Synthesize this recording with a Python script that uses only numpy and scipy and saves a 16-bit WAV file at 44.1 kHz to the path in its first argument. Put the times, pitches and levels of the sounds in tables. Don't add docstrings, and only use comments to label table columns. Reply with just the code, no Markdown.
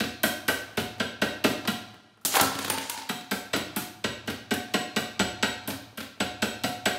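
import sys
import numpy as np
from scipy import signal
from scipy.fft import rfft, irfft
from scipy.io import wavfile
from scipy.ndimage import uniform_filter1d

SR = 44100
rng = np.random.default_rng(int(sys.argv[2]) if len(sys.argv) > 2 else 0)


def transcribe(u):
    v = np.clip(np.atleast_2d(u).T, -1, 1)
    q = np.round(v * 32767).astype(np.int16)
    wavfile.write(sys.argv[1], SR, q)


def gain_from_db(level_db):
    decades = np.asarray(level_db, float) / 20
    return 10 ** decades


N = 308233

# f/Hz, level/dB, t60/s
VICE_MODES = [(726, 0, .3), (1908, 0, .15), (4188, -6, .5)]


def colour(x, points):
    hz, db = np.transpose(points)
    f_hz = np.fft.rfftfreq(len(x), 1 / SR) + 1
    gain = gain_from_db(np.interp(np.log(f_hz), np.log(hz), db))
    return irfft(rfft(x) * gain, len(x))


def band(x, lo_hz, hi_hz):
    sos = signal.butter(2, [lo_hz, min(hi_hz, SR / 2.1)], "band", fs=SR, output="sos")
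    return signal.sosfilt(sos, x)


def unit(x):
    return x / np.sqrt(uniform_filter1d(x ** 2, size=256).max())


def clock(size):
    return np.arange(size) / SR


def decay(t, t60_s):
    return np.exp(-np.log(1000) * t / t60_s)


def add(out, x, s):
    i = max(int(s * SR), 0)
    out[i:i + len(x)] += x[:N - i]


def ring(modes, scatter_db, loose, size=22050):
    hz, db, t60_s = np.array(modes, float).T[:, :, None]
    pitch, strength, phase = rng.standard_normal((3, len(modes), 1))
    t = clock(size)
    waves = np.sin(2 * np.pi * hz * (1 + loose * pitch) * t + phase) * decay(t, t60_s)
    return (gain_from_db(db + scatter_db * strength) * waves).sum(axis=0)


def struck(modes, rise_s, scatter_db=3.0, loose=0.0043):
    x = ring(modes, scatter_db, loose)
    return unit(x * (1 - np.exp(-(clock(len(x)) / rise_s) ** 2)))


def smear(spread_s, step_hz, size=22050):
    width = int(step_hz * size / SR)
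    luck = np.repeat(rng.gamma(1.3, .77, size // 20), width)[:size // 2 + 1]
    lag_s = 0.000508 + spread_s * uniform_filter1d(luck, width)
    phase = 2 * np.pi * np.cumsum(lag_s) * SR / size
    x = irfft(np.exp(-1j * phase), size)
    x[size // 2:] = 0
    return x


def grains(size, per_s):
    chance, side = rng.random((2, size))
    strength = gain_from_db(3.5 * np.minimum(rng.exponential(size=size), 3.5))
    x = (chance < per_s / SR) * strength * np.sign(side - .5)
    return x / np.sqrt(np.mean(x ** 2))


def room_hush():
    # f/Hz, density/dB per Hz
    spectrum = [(30, -18), (100, -27), (200, 14), (500, -14), (1500, -20), (5000, -31), (10000, -20),
                (16000, -41)]
    x = colour(rng.standard_normal(N), spectrum)
    return gain_from_db(-66) * x / x.std()


def blows():
    # push into case and bench/dB, skid of face/dB, vice/dB
    first_bout = [
        (0.0014, -19.5, -10.5, -8.5, -21),
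        (0.2323, -15, -6, 2, -21.5),
        (0.4808, -16.5, -20, -1.5, -28),
        (0.7715, -19.5, -3.5, -6.5, -17),
        (0.998, -19, -8, -19, -36),
        (1.216, -17, -5.5, -12, -22),
        (1.4407, -14.5, -2.5, -8, -22.5),
        (1.6745, -17.5, -9.5, -5.5, -19),
    ]
    second_bout = [(3.091, -20, -14.5, -6.5, -16.5), (3.3117, -19, -9.5, -3, -20),
                   (3.532, -17, -3.5, -15, -25), (3.7615, -23.5, -3.5, 7, -15.5),
                   (4.0404, -17.5, -13.5, -21, -38), (4.2746, -23.5, -5.5, -10, -36),
                   (4.5086, -17.5, -5.5, -15, -17), (4.7379, -15, -10, -13.5, -16.5),
                   (4.9625, -15.5, -9.5, -11.5, -22), (5.1942, -14, -9, -19, -21),
                   (5.4267, -13.5, -13.5, -18, -21.5), (5.675, -27.5, 0, 7, -21),
                   (5.9738, -30, -12.5, 0, -33), (6.2009, -17, -10.5, -17.5, -16.5),
                   (6.4208, -16.5, -9.5, -11, -19.5), (6.6365, -18, -4.5, -7.5, -12),
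                   (6.855, -14, -12, -11, -16.5)]
    # box wall/dB, hammer head/dB, vice middle mode/dB
    seating = [
        (-2, -36, -38),
        (-4.5, -31, -43),
    ]
    usual_db = -17.5
    head_growth, vice_growth, wall_give = 1.64, 2.8, -0.11
    for bout, (wall_db, head_db, middle_db) in zip((first_bout, second_bout), seating):
        for s, force_db, push_db, skid_db, vice_db in bout:
            extra_db = force_db - usual_db
            box_db = wall_db + wall_give * extra_db
            thud_db = -7 + 0.33 * push_db
            steel_db = head_db + head_growth * extra_db
            vice_dbs = (force_db + vice_db, middle_db + vice_growth * extra_db, -49 + extra_db)
            parts_db = force_db - 20 + 0.69 * skid_db
            yield s, force_db, box_db, push_db, thud_db, skid_db, steel_db, vice_dbs, parts_db


def face_tick():
    # f/Hz, level/dB
    spectrum = [(7000, -2.5), (9000, 7), (10500, 1), (13500, 6.5), (16000, -12)]
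    click = smear(0.001, 900) + gain_from_db(-2.5) * smear(.01, 110)
    return unit(band(colour(click, spectrum), 9600, 20000))


def box_top(crack):
    # f/Hz, level/dB, t60/s
    modes = [(2300, -1, .07), (2670, -1, .055), (2900, -1, .065), (3197, 0, .055), (3680, -8, .06),
             (3845, -9, .12), (3925, -7, .12), (4830, -7, .05)]
    return struck(modes, 0.0023) + gain_from_db(3) * unit(band(crack, 3170, 7090))


def box_wall(crack):
    # f/Hz, level/dB, t60/s
    modes = [(1030, -4, .035), (1200, -5, .035), (1385, -2, .06), (1490, -1, .035), (1565, 0, .045)]
    return struck(modes, 0.0016) + gain_from_db(1.5) * unit(band(crack, 698, 2040))


def box_case(crack):
    # f/Hz, level/dB, t60/s
    modes = [(335, -4, .05), (410, -2, .05), (490, -2, .045), (630, 0, .055), (850, -5, .04)]
    return struck(modes, 0.0029) + gain_from_db(1.5) * unit(band(crack, 270, 1080))


def bench_thud():
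    # f/Hz, level/dB, t60/s
    modes = [(55, -15, .08), (104, -7, .12), (180, -5, .06), (219, 0, .08), (277, -3, .07)]
    return struck(modes, 0.0046)


def bottoming_knock():
    pulse = 1. * (clock(22050) == 0)
    knock = band(pulse, 380, 3200)
    return knock / knock.max()


def head_ring():
    # f/Hz, level/dB, t60/s
    modes = [(7765, -2, .08), (7820, 0, .12)]
    return struck(modes, .001, scatter_db=1, loose=.0005)


def parts_chatter():
    t = clock(22050)
    chatter = grains(len(t), 3500) * (t / .025) * np.exp(-t / 0.028)
    return unit(band(chatter, 630, 14600))


def hammer():
    # f/Hz, density/dB per Hz
    crack_spectrum = [(300, 27.5), (700, 7), (1000, -14), (1600, 3), (3000, -8), (5000, -19), (7000, -23),
                      (10000, -17), (16000, -20)]
    out = np.zeros(N)
    for s, force_db, box_db, case_db, thud_db, skid_db, steel_db, vice_dbs, parts_db in blows():
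        crack = colour(smear(.007, 120), crack_spectrum)
        add(out, gain_from_db(force_db - 14.0) * (box_top(crack) + gain_from_db(skid_db + 4) * face_tick()), s)
        bending = gain_from_db(box_db) * box_wall(crack) + gain_from_db(case_db) * box_case(crack)
        add(out, gain_from_db(force_db - 7.0) * bending, s + 0.003355)
        add(out, gain_from_db(force_db - 1 + thud_db) * bench_thud(), s + 0.00489)
        add(out, gain_from_db(force_db + 0.5 - .15 * skid_db) * bottoming_knock(), s + .0052)
        add(out, gain_from_db(steel_db - 8) * head_ring(), s)
        for mode, db in zip(VICE_MODES, vice_dbs):
            add(out, gain_from_db(db + mode[1] - 3) * struck([mode], .003, scatter_db=0, loose=.0015), s + .002)
        add(out, gain_from_db(parts_db) * parts_chatter(), s)
    return out


def vice_singing():
    # t/s, level/dB
    sings = [
        (0.003, -41.5),
        (4.74, -40),
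        (5.196, -41),
        (5.429, -42.5),
        (6.422, -43.5),
    ]
    out, t = np.zeros(N), clock(SR // 2)
    hz, _, t60_s = VICE_MODES[-1]
    tone = np.sin(2 * np.pi * hz * t) * decay(t, t60_s) * (1 - np.exp(-t / .003))
    for s, db in sings:
        add(out, gain_from_db(db) * tone, s)
    return out


def floor_contact(slap_db, low_db, thump_db, bright_db, scrape_ms):
    # f/Hz, level/dB, t60/s
    modes = [(209, -4, 0.067), (103, -11, 0.084), (273.3, -6, 0.088)]
    drag = smear(scrape_ms / 1000, 110)
    scrape = drag * (1 + 0.23 * np.abs(grains(len(drag), 900))) + gain_from_db(-6) * smear(0.000938, 491)
    slap = unit(band(scrape, 1110, 4570)) + gain_from_db(low_db) * unit(band(scrape, 328, 1850))
    bright = gain_from_db(bright_db) * unit(band(scrape, 2760, 13900))
    return gain_from_db(slap_db - 6.0) * (slap + bright + gain_from_db(thump_db) * struck(modes, 0.0043))


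def part_hops():
    # low/dB, bright/dB
    hops = [
        (0.038, -26.5, -5, -19),
        (0.7988, -26.5, -12, -9),
        (1.6508, -33, 4, -22),
        (3.2076, -38, -9, -11),
        (3.5609, -22, -4, -6),
        (4.2993, -27, -3.5, -8),
        (4.5374, -26.5, -6, 0),
        (5.644, -56, -6, -20),
        (5.7022, -26.5, -3.5, -9),
        (6.004, -29.5, -2.5, -8),
    ]
    out = np.zeros(N)
    for s, slap_db, low_db, bright_db in hops:
        add(out, floor_contact(slap_db, low_db, -2.5, bright_db, scrape_ms=6.5), s)
    return out


def board_landings():
    # low/dB, thump/dB, bright/dB
    landings = [(2.1525, -121, -26, -13, -15), (2.212, -58, 0, -3, 2), (2.2497, -22.5, -2, -7, 9),
                (2.3401, -21.5, 3.5, -19, -1), (2.3523, -15, -31, -25, -2), (2.367, -26.5, 14, -22, 9.5),
                (2.397, -17, 4, -33, -31), (2.4101, -15.5, -2, -5.5, 4.5), (2.4297, -33, -1, 6, 5),
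                (2.5509, -29.5, -8, -1, -6), (2.588, -24, -1, -7, -3), (2.6453, -23, -1.5, -9, -5),
                (2.6786, -26.5, 0, -4, -3), (2.6995, -17, -1.5, -9.5, 0), (2.7744, -30.5, 6, -2, -8),
                (2.7812, -23.5, -24, -14, -3), (2.896, -23, -10, -28, 3.5), (2.974, -30, -4, -10, -22),
                (3.0194, -35, -4, -35, -11)]
    slide_end_s, slide_ms, bounce_ms = 2.36, 11, 4.0
    out = np.zeros(N)
    for s, slap_db, low_db, thump_db, bright_db in landings:
        scrape_ms = slide_ms if s < slide_end_s else bounce_ms
        add(out, floor_contact(slap_db, low_db, thump_db, bright_db, scrape_ms), s)
    return out


def metal_pings():
    # t/s, f/Hz, level/dB, t60/s
    pings = [(2.216, 1390, -58, 0.033), (2.321, 7300, -39, .04), (2.356, 780, -22, 0.06),
             (2.366, 1030, -25.5, 0.032), (2.397, 1353, -21, 0.11), (2.425, 1390, -37, 0.082),
             (2.48, 1378, -44, 0.1), (2.698, 9020, -26, .02), (2.70, 878, -30, 0.06),
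             (2.74, 890, -34.5, 0.084), (2.78, 2870, -41, 0.016), (2.898, 947, -38, 0.068),
             (2.945, 885, -40, 0.069), (2.965, 900, -38, 0.062), (2.985, 885, -35, 0.035),
             (3.011, 960, -54, 0.067), (3.04, 910, -66, 0.11)]
    out = np.zeros(N)
    for s, hz, db, t60_s in pings:
        pair = [(hz, 0, t60_s), (hz + 35, -4, t60_s)]
        add(out, gain_from_db(db) * struck(pair, .002, scatter_db=0, loose=0), s)
    return out


def scrap_shuffle():
    # t/s, level/dB
    track = [
        (2.26, -74),
        (2.304, -21),
        (2.398, -17.5),
        (2.426, -41),
        (2.588, -26),
        (2.818, -34),
        (3.01, -34.5),
        (3.07, -52),
    ]
    s, db = np.transpose(track)
    luck = np.repeat(rng.standard_normal(N // 400 + 1), 400)
    clusters = uniform_filter1d(luck, size=300)[:N]
    x = band(grains(N, 4000) * gain_from_db(8.4 * np.minimum(clusters, 1.1)), 310, 8500)
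    return x * gain_from_db(np.interp(clock(N), s, db, left=-200, right=-200) - 13.0)


def echoes(x):
    # delay/s, level/dB
    paths = [
        (.0046, -6),
        (.0093, -14),
        (0.0149, -12),
    ]
    return x + sum(gain_from_db(db) * np.pad(x, (int(s * SR), 0))[:N] for s, db in paths)


def tail(x):
    # f/Hz, t60/s
    room_t60 = [(60, 0.68), (120, 0.57), (250, 0.32), (700, 0.49), (2000, 0.42), (5000, 0.48),
                (10000, 0.22), (16000, 0.25)]
    late_db, late_stretch = -14.5, 3.11
    t = clock(SR)
    hz, t60_s = np.transpose(room_t60)
    response = 0
    for f_hz in 32 * 2 ** np.arange(0, 9.1, .5):
        fall = decay(t, np.interp(np.log(f_hz), np.log(hz), t60_s))
        fall = fall + gain_from_db(late_db) * fall ** (1 / late_stretch)
        noise = band(rng.standard_normal(SR), f_hz / 2 ** .25, f_hz * 2 ** .25)
        response = response + noise * fall
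    response *= 1 - np.exp(-(t / 0.012) ** 2)
    response = gain_from_db(-3.5) * response / np.sqrt(np.sum(response ** 2))
    return signal.fftconvolve(x, response)[:N]


def scene():
    bench = hammer() + vice_singing()
    floor = part_hops() + board_landings() + metal_pings() + scrap_shuffle()
    mix = echoes(bench) + tail(bench) + floor + tail(floor) + room_hush()
    return mix[None]


def roll_off(x):
    return signal.sosfilt(signal.butter(12, 17000, fs=SR, output="sos"), x)


def record(dry):
    x = signal.sosfilt(signal.butter(2, 90, "high", fs=SR, output="sos"), dry)
    x = signal.sosfilt(signal.ellip(8, .3, 45, 15700, fs=SR, output="sos"), x)
    return roll_off(x)


dry = scene()
out = record(dry)
transcribe(out)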